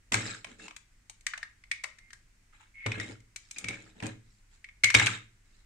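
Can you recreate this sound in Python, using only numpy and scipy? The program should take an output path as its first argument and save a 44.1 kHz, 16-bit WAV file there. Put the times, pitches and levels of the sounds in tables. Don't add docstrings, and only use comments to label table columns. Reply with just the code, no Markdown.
import sys
import numpy as np
from scipy import signal
from scipy.fft import rfft, irfft
from scipy.io import wavfile
from scipy.ndimage import uniform_filter1d

SR = 44100
rng = np.random.default_rng(int(sys.argv[2]) if len(sys.argv) > 2 else 0)


def store_pcm(level_fs):
    pcm = np.round(np.clip(level_fs, -1, 1) * 32767).astype(np.int16)
    wavfile.write(sys.argv[1], SR, np.atleast_2d(pcm).T)


N = 249165


def from_db(db):
    return 10 ** (np.asarray(db) / 20)


def rms_one(x):
    return x / np.sqrt(np.mean(x ** 2) + 1e-20)


def peak_one(x):
    power = uniform_filter1d(np.mean(np.atleast_2d(x) ** 2, axis=0), size=176)
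    return x / np.sqrt(power.max() + 1e-20)


def at_hz(points, hz):
    points = np.array(points)
    return np.interp(np.log(np.maximum(hz, 1)), np.log(points[:, 0]), points[:, 1])


def band(x, low_hz, high_hz, order=2):
    sos = signal.butter(order, [low_hz, high_hz], "band", fs=SR, output="sos")
    return signal.sosfilt(sos, x)


def resonance(x, hz, width_hz):
    r = np.exp(-np.pi * max(width_hz, 20) / SR)
    gain = (1 - r * r) / 2
    return signal.lfilter([gain, 0, -gain], [1, -2 * r * np.cos(2 * np.pi * hz / SR), r * r], x)


def coloured(x, spectrum):
    size = x.shape[-1]
    gain = from_db(at_hz(spectrum, np.fft.rfftfreq(size, 1 / SR)))
    return irfft(rfft(x) * gain, size)


def panned(x, pan_db):
    return x * from_db([[pan_db / 2], [-pan_db / 2]])


def add(out, start_s, sound):
    start = max(round(start_s * SR), 0)
    out[:, start:start + sound.shape[-1]] += sound[..., :N - start]


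# frequency in Hz, left-right correlation from 0 to 1.
LIKENESS = [(60, 0.98), (150, .95), (300, 0.67), (700, 0.03), (3000, .05)]


def stereo_noise(size):
    mid, side = rfft(rng.standard_normal((2, size)))
    alike = at_hz(LIKENESS, np.fft.rfftfreq(size, 1 / SR))
    return irfft(np.sqrt((1 + alike) / 2) * mid + np.sqrt((1 - alike) / 2) * side * [[1], [-1]], size)


def grains(size, rough_db):
    unevenness = np.minimum(rng.exponential(1, size), 4)
    return rms_one(rng.standard_normal(size) * from_db(rough_db * unevenness))


def decaying_pulses(modes, length_s, spread_db, turn_rad):
    t = np.arange(int(length_s * SR)) / SR
    out = np.zeros((2, len(t)))
    for hz, db, t60 in modes:
        sign = rng.choice([-1, 1])
        strength = sign * from_db(db + spread_db * rng.standard_normal((2, 1)))
        phase = turn_rad * rng.standard_normal() * np.array([[1], [-1]])
        drift_hz = hz / SR
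        out += strength * from_db(-60 * t / t60) * np.sin(2 * np.pi * drift_hz * t + phase)
    return out


# frequency in Hz, relative density in dB per Hz.
AIR = [(8, -20.5), (22, -1), (52, -8.5), (80, -19), (250, -26), (520, -37.5), (1100, -34.5), (2050, -28),
       (3400, -38.5), (8000, -35), (10500, -45), (15000, -54.5)]
AIR_DB = -63
HUM_HZ, HUM_DB = 101, -74.5


def background():
    hum = np.sqrt(2) * np.sin(2 * np.pi * HUM_HZ * np.arange(N) / SR)
    air = rms_one(coloured(stereo_noise(N), AIR))
    return from_db(AIR_DB) * air + from_db(HUM_DB) * hum


# start in seconds, knock in relative dB, boom in relative dB.
KNOCKS = [(0.118, -31, -53), (0.142, -31, -31), (2.86, -26, -30), (2.977, -31.5, -41), (3.096, -34, -45),
          (3.641, -35.5, -46.5), (3.685, -33.5, -46.5), (4.025, -33, -36), (4.066, -35.5, -48.5),
          (4.835, -35, -41.5), (4.946, -20.5, -26.5), (4.996, -28, -33.5)]
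# frequency in Hz, relative level in dB, t60 in seconds.
TABLE_BOOM = [(101.8, -2, 0.48), (115.37, 1, 0.55)]
# frequency in Hz, relative level in dB, t60 in seconds.
TABLE = [(195.8, 7, .52), (233, 3, .42), (311, 1, .4), (408, -4, 0.4), (544, -11, .25), (1613, -14, 1.8)]


def knocks(boom_db=-1.0, wood_db=-21.0, thud_db=-8.5, thud_t60_s=0.15):
    out = np.zeros((2, N))
    t = np.arange(SR) / SR
    boom = 0
    for k, (hz, db, t60) in enumerate(TABLE_BOOM):
        boom = boom + (-1) ** k * from_db(db - 60 * t / t60) * np.sin(2 * np.pi * hz * t)
    for start_s, knock_level, boom_level in KNOCKS:
        wood = peak_one(band(decaying_pulses(TABLE, 1, spread_db=0.0, turn_rad=0.2), 130, 3000))
        thud = peak_one(band(stereo_noise(len(t)), 40, 380) * from_db(-60 * t / thud_t60_s))
        sound = from_db(boom_level + boom_db) * boom
        sound = sound + from_db(knock_level + wood_db) * wood
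        sound = sound + from_db(knock_level + thud_db) * thud
        add(out, start_s, sound)
    return out


# frequency in Hz, relative level in dB, t60 in seconds.
BRICK = [(848, -1.5, 0.044), (1330, -4.5, 0.025), (1676, -1, 0.018), (2146, -3, 0.057), (2566, -6.5, 0.16),
         (3250, -12.5, 0.05), (3910, 0.5, 0.027), (4494, -3, 0.036), (5230, -3, 0.039),
         (6800, -10.5, 0.031), (7390, -1.5, .08)]


def brick_click(shell_hz, width_hz, slip_ms,
                crack_db=1.5, crack_t60_s=0.025, apart=8.0, tail_db=-16.5, tail_t60_s=0.22):
    t = np.arange(SR // 7) / SR
    age = 1000 * t / slip_ms
    contact = grains(len(t), rough_db=2.5) * age * np.exp(-age)
    wall_decay = decaying_pulses(BRICK, 1 / 7, spread_db=1.5, turn_rad=1.0)
    walls = signal.fftconvolve(wall_decay, contact[None])[:, :len(t)]
    free_walls = [(hz, db, tail_t60_s) for hz, db, _ in BRICK]
    tail = decaying_pulses(free_walls, 1, spread_db=2.0, turn_rad=1.0)[:, :len(t)] * (1 - np.exp(-age))
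    noise = rng.standard_normal(len(t)) + apart * rng.standard_normal((2, len(t)))
    crack = noise * (1 - np.exp(-age / 2)) * from_db(-60 * t / crack_t60_s)
    shell = resonance(peak_one(crack) + peak_one(contact), shell_hz, width_hz)
    walls = peak_one(walls) + from_db(crack_db) * peak_one(crack) + from_db(tail_db) * peak_one(tail)
    return walls, shell


# start in seconds, relative level in dB, relative treble in dB,
# finger grip from 0 to 1, shell pitch in Hz.
CLICKS = [(0.1202, -27.5, -2, 1, 2080), (0.134, -32, -1, 0.6, 2070), (0.141, -22, -2.5, 0.98, 2050),
          (0.4442, -37.5, -7.5, 0.9, 2350), (0.6804, -43.5, -5.5, 1, 2320), (0.708, -46, -10.5, 1, 2160),
          (0.763, -45, 0.5, 0.7, 2150), (1.0962, -50, 5.5, 0.97, 2160), (1.208, -63.5, 4, 0.6, 2150),
          (1.2654, -27, -2.5, .2, 1990), (1.3352, -30.5, -17, 0.6, 1730), (1.376, -40.5, -3.5, 0.92, 2030),
          (1.4284, -31.5, -14.5, 0.46, 1820), (1.637, -50, -11.5, .35, 2070), (1.713, -24, -10, 0, 2193),
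          (1.8369, -39, 0.5, 1, 1990), (1.8403, -29, -10.5, 0.79, 2000), (1.985, -53, -3, 0.6, 2020),
          (2.104, -51.5, -6.5, 0.2, 1780), (2.1302, -45.5, -2, 0.57, 1740), (2.8617, -29.5, -7, 0.93, 2100),
          (2.9173, -28.5, -13.5, 0.6, 2220), (2.998, -30.5, -10, 0.16, 1900), (3.202, -62.5, -1.5, 0, 2150),
          (3.36, -41, 2.5, 0.6, 2220), (3.5101, -47, 5.5, 0.24, 2320), (3.5607, -44, -12, 0.3, 2350),
          (3.5831, -42.5, 6.5, 0, 2250), (3.6417, -33, -8, 0.47, 2160), (3.684, -30.5, -5, 0.45, 2280),
          (4.0008, -42.5, -10, 0.76, 2320), (4.0241, -40, -7.5, 1, 1730), (4.0647, -44.5, 3.5, 1, 1980),
          (4.6424, -41, -14.5, 0, 2160), (4.687, -47.5, -18, 0, 2170), (4.835, -15.5, -10.5, 0.06, 2190),
          (4.8415, -16.5, -3.5, 0.4, 2230), (4.901, -24, -6.5, 0.53, 2020), (4.9413, -22, -3, 0.84, 2210),
          (4.947, -9, -8.5, 0.67, 2260), (4.996, -17, -11, 0.63, 2270), (5.022, -26, -12, 0.63, 2450),
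          (5.06, -27.5, -0.5, .65, 2380), (5.067, -19, -8.5, 0.67, 2460)]
# low edge in Hz, high edge in Hz.
BAND_EDGES_HZ = [(600, 1250), (1200, 3000), (3200, 6000), (6000, 9000)]
FREE_WIDTH_HZ, GRIP_WIDTH_HZ = 105, 400
FREE_BODY_DB, GRIP_BODY_DB = -37.5, 32.5
SLIP_MS, SLIP_DOUBLING_DB = 0.79, 29.5
EDGE_FOLLOWS, SNAP_FOLLOWS = 0.82, 1.37
EDGE_PAN_DB, SNAP_PAN_DB, SHELL_PAN_DB = 3, 2.5, 2


def clicks(edge_db=-2.64, snap_db=0.44, top_db=-14.5):
    out = np.zeros((2, N))
    for start_s, level_db, treble_db, grip, shell_hz in CLICKS:
        slip_ms = SLIP_MS * 2 ** (-treble_db / SLIP_DOUBLING_DB)
        walls, hollow = brick_click(shell_hz, FREE_WIDTH_HZ + GRIP_WIDTH_HZ * grip, slip_ms)
        snap_level = snap_db + SNAP_FOLLOWS * treble_db
        registers = [(walls, FREE_BODY_DB + GRIP_BODY_DB * grip),
                     (panned(hollow, SHELL_PAN_DB), 0),
                     (panned(walls, EDGE_PAN_DB), edge_db + EDGE_FOLLOWS * treble_db),
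                     (panned(walls, SNAP_PAN_DB), snap_level)]
        sound = from_db(snap_level + top_db) * peak_one(band(walls, 8500, 12000))
        for (x, db), edges in zip(registers, BAND_EDGES_HZ):
            sound = sound + from_db(db) * peak_one(band(x, *edges, order=3))
        add(out, start_s, from_db(level_db) * sound)
    return out


def rattle(touches_per_s=110, size_db=8.0, detune=0.044, count=3):
    out = np.zeros((2, N))
    for scale in 1 + detune * np.linspace(-1, 1, count):
        for hz, db, t60 in BRICK:
            touches = np.zeros((2, N))
            at = np.flatnonzero(rng.random(N) < touches_per_s / SR)
            force, together, left, right = rng.standard_normal((len(at), 4)).T
            strength = from_db(size_db * np.clip(force, -2, 2))
            touches[:, at] = strength * (0.58 * together + np.array([left, right]))
            width_hz = np.log(1000) / (np.pi * t60)
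            out += from_db(db) * rms_one(resonance(touches + 1e-18, hz * scale, width_hz))
    return rms_one(out)


RUB_ATTACK_S, RUB_RELEASE_DB_PER_S = 0.011, 339.5


def stroke(start_s, length_s, fade_db_per_s):
    age = np.arange(N) / SR - start_s
    fall_db = fade_db_per_s * np.clip(age, 0, length_s)
    fall_db = fall_db + RUB_RELEASE_DB_PER_S * np.maximum(age - length_s, 0)
    return np.clip(age / RUB_ATTACK_S, 0, 1) * from_db(-fall_db)


# start in seconds, length in seconds, level in dB,
# fade in dB per second (negative swells), hiss in dB and body in dB against the level.
RUBS = [(0.121, 0.19, -30.5, 103, -2.5, -5), (0.254, 0.12, -48, 73, 2.5, -5.5),
        (0.46, 0.062, -55.5, 18, -4.5, -0.5), (0.583, 0.076, -56.5, -30, 1.5, -1.5),
        (2.524, 0.04, -60, 33, -11, -26), (2.595, 0.036, -62, -82, -9, -36),
        (2.86, 0.13, -46, -5, -12.5, -3), (2.998, 0.12, -47.5, 42, -3, -0.5),
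        (3.385, 0.19, -77, -58, 4.5, -14), (3.558, 0.2, -56.5, -6, -4.5, -3),
        (3.684, 0.055, -48.5, 70, -5.5, -4), (3.78, 0.12, -62, 15, -2.5, 0.5),
        (3.949, 0.079, -67, -100, -6.5, 5.5), (4.023, 0.06, -39, 117, -8.5, 3.5),
        (4.23, 0.16, -96.5, 2, 21.5, -5), (4.509, 0.05, -69.5, 4, 2, -17),
        (4.947, 0.2, -25.5, 77, -4.5, -11.5), (5.44, 0.16, -79.5, -33.5, 2.5, -5.5)]


def rubbing(scratch_db=0.5, table_db=10.0):
    grip = from_db(4 * rms_one(band(rng.standard_normal(N), 25, 160)))
    scratch = rms_one(grip * grains((2, N), rough_db=2.5))
    plastic = rattle() + from_db(scratch_db) * scratch
    push = stereo_noise(N)
    table = sum(from_db(db) * resonance(push, hz, 20) for hz, db, _ in TABLE)
    wood = rms_one(band(table, 210, 990))
    body = rms_one(rms_one(band(plastic, 600, 1100)) + from_db(table_db) * wood)
    shell = rms_one(band(plastic, 1088, 3100))
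    hiss = rms_one(band(plastic, 3460, 8490, order=4))
    out = np.zeros((2, N))
    for start_s, length_s, level_db, fade, hiss_db, body_db in RUBS:
        sound = shell + from_db(hiss_db) * hiss + from_db(body_db) * body
        out += from_db(level_db) * stroke(start_s, length_s, fade) * sound
    return out


# start in seconds, end in seconds, pitch in Hz,
# start level in relative dB, end level in relative dB.
SQUEAKS = [(0.6, 0.672, 2670, -54, -45), (1.979, 2.117, 2105, -56.5, -59.5),
           (2.739, 2.876, 2187, -50.5, -31.5), (2.925, 3.052, 2129, -49, -36),
           (3.565, 3.636, 2440, -36, -71), (3.655, 3.753, 2270, -37.5, -34.5),
           (4.849, 4.924, 2142, -17, -25)]


def squeaks(level_db=-8.5, waver=0.0062, rasp_db=-2.0, onset_s=0.007):
    out = np.zeros((2, N))
    t = np.arange(SR // 4) / SR
    for start_s, end_s, hz, start_db, end_db in SQUEAKS:
        slip, grip = [rms_one(band(rng.standard_normal(len(t)), 20, 150)) for _ in range(2)]
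        phase = 2 * np.pi * np.cumsum(hz * (1 + waver * slip)) / SR
        tone = rms_one(from_db(grip) * np.sin(phase + np.array([[0], [1]])))
        rasp = resonance(grains((2, len(t)), rough_db=7.5), hz, 220)
        rasp = rms_one(resonance(rasp, hz, 790))
        length_s = end_s - start_s
        gate = np.clip(np.minimum(t, length_s - t) / onset_s, 0, 1)
        level = from_db(level_db + np.interp(t, [0, length_s], [start_db, end_db]))
        add(out, start_s, (tone + from_db(rasp_db) * rasp) * gate * level)
    return out


# frequency in Hz, t60 in seconds.
ROOM_T60 = [(150, 0.47), (700, 0.27), (2000, 0.33), (7000, 0.28), (14000, 0.085)]
# frequency in Hz, level in dB.
ROOM_COLOUR = [(100, -11), (300, -2.5), (1000, -12), (2000, -1), (4000, -13), (8000, -3), (14000, -15)]


def room(x, build_s=0.0035):
    t = np.arange(int(0.8 * SR)) / SR
    white = stereo_noise(len(t))
    response = 0
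    for hz in 88 * 2.0 ** np.arange(8):
        fade = from_db(-60 * t / at_hz(ROOM_T60, hz)) * (1 - np.exp(-(t / build_s) ** 2))
        fade = fade / np.sqrt(np.sum(fade ** 2))
        octave = band(white, hz / np.sqrt(2), hz * np.sqrt(2), order=3)
        response = response + from_db(at_hz(ROOM_COLOUR, hz)) * octave * fade
    return signal.fftconvolve(x, response, axes=1)[:, :N]


def scene():
    toy = knocks() + clicks() + rubbing() + squeaks()
    return toy + room(toy) + background()


CUTOFF_HZ = 15700


def record(dry):
    rounded = dry / (1 + (dry / 0.88) ** 6) ** (1 / 6)
    return signal.sosfilt(signal.ellip(10, 0.2, 80, CUTOFF_HZ, fs=SR, output="sos"), rounded)


dry = scene()
out = record(dry)
store_pcm(out)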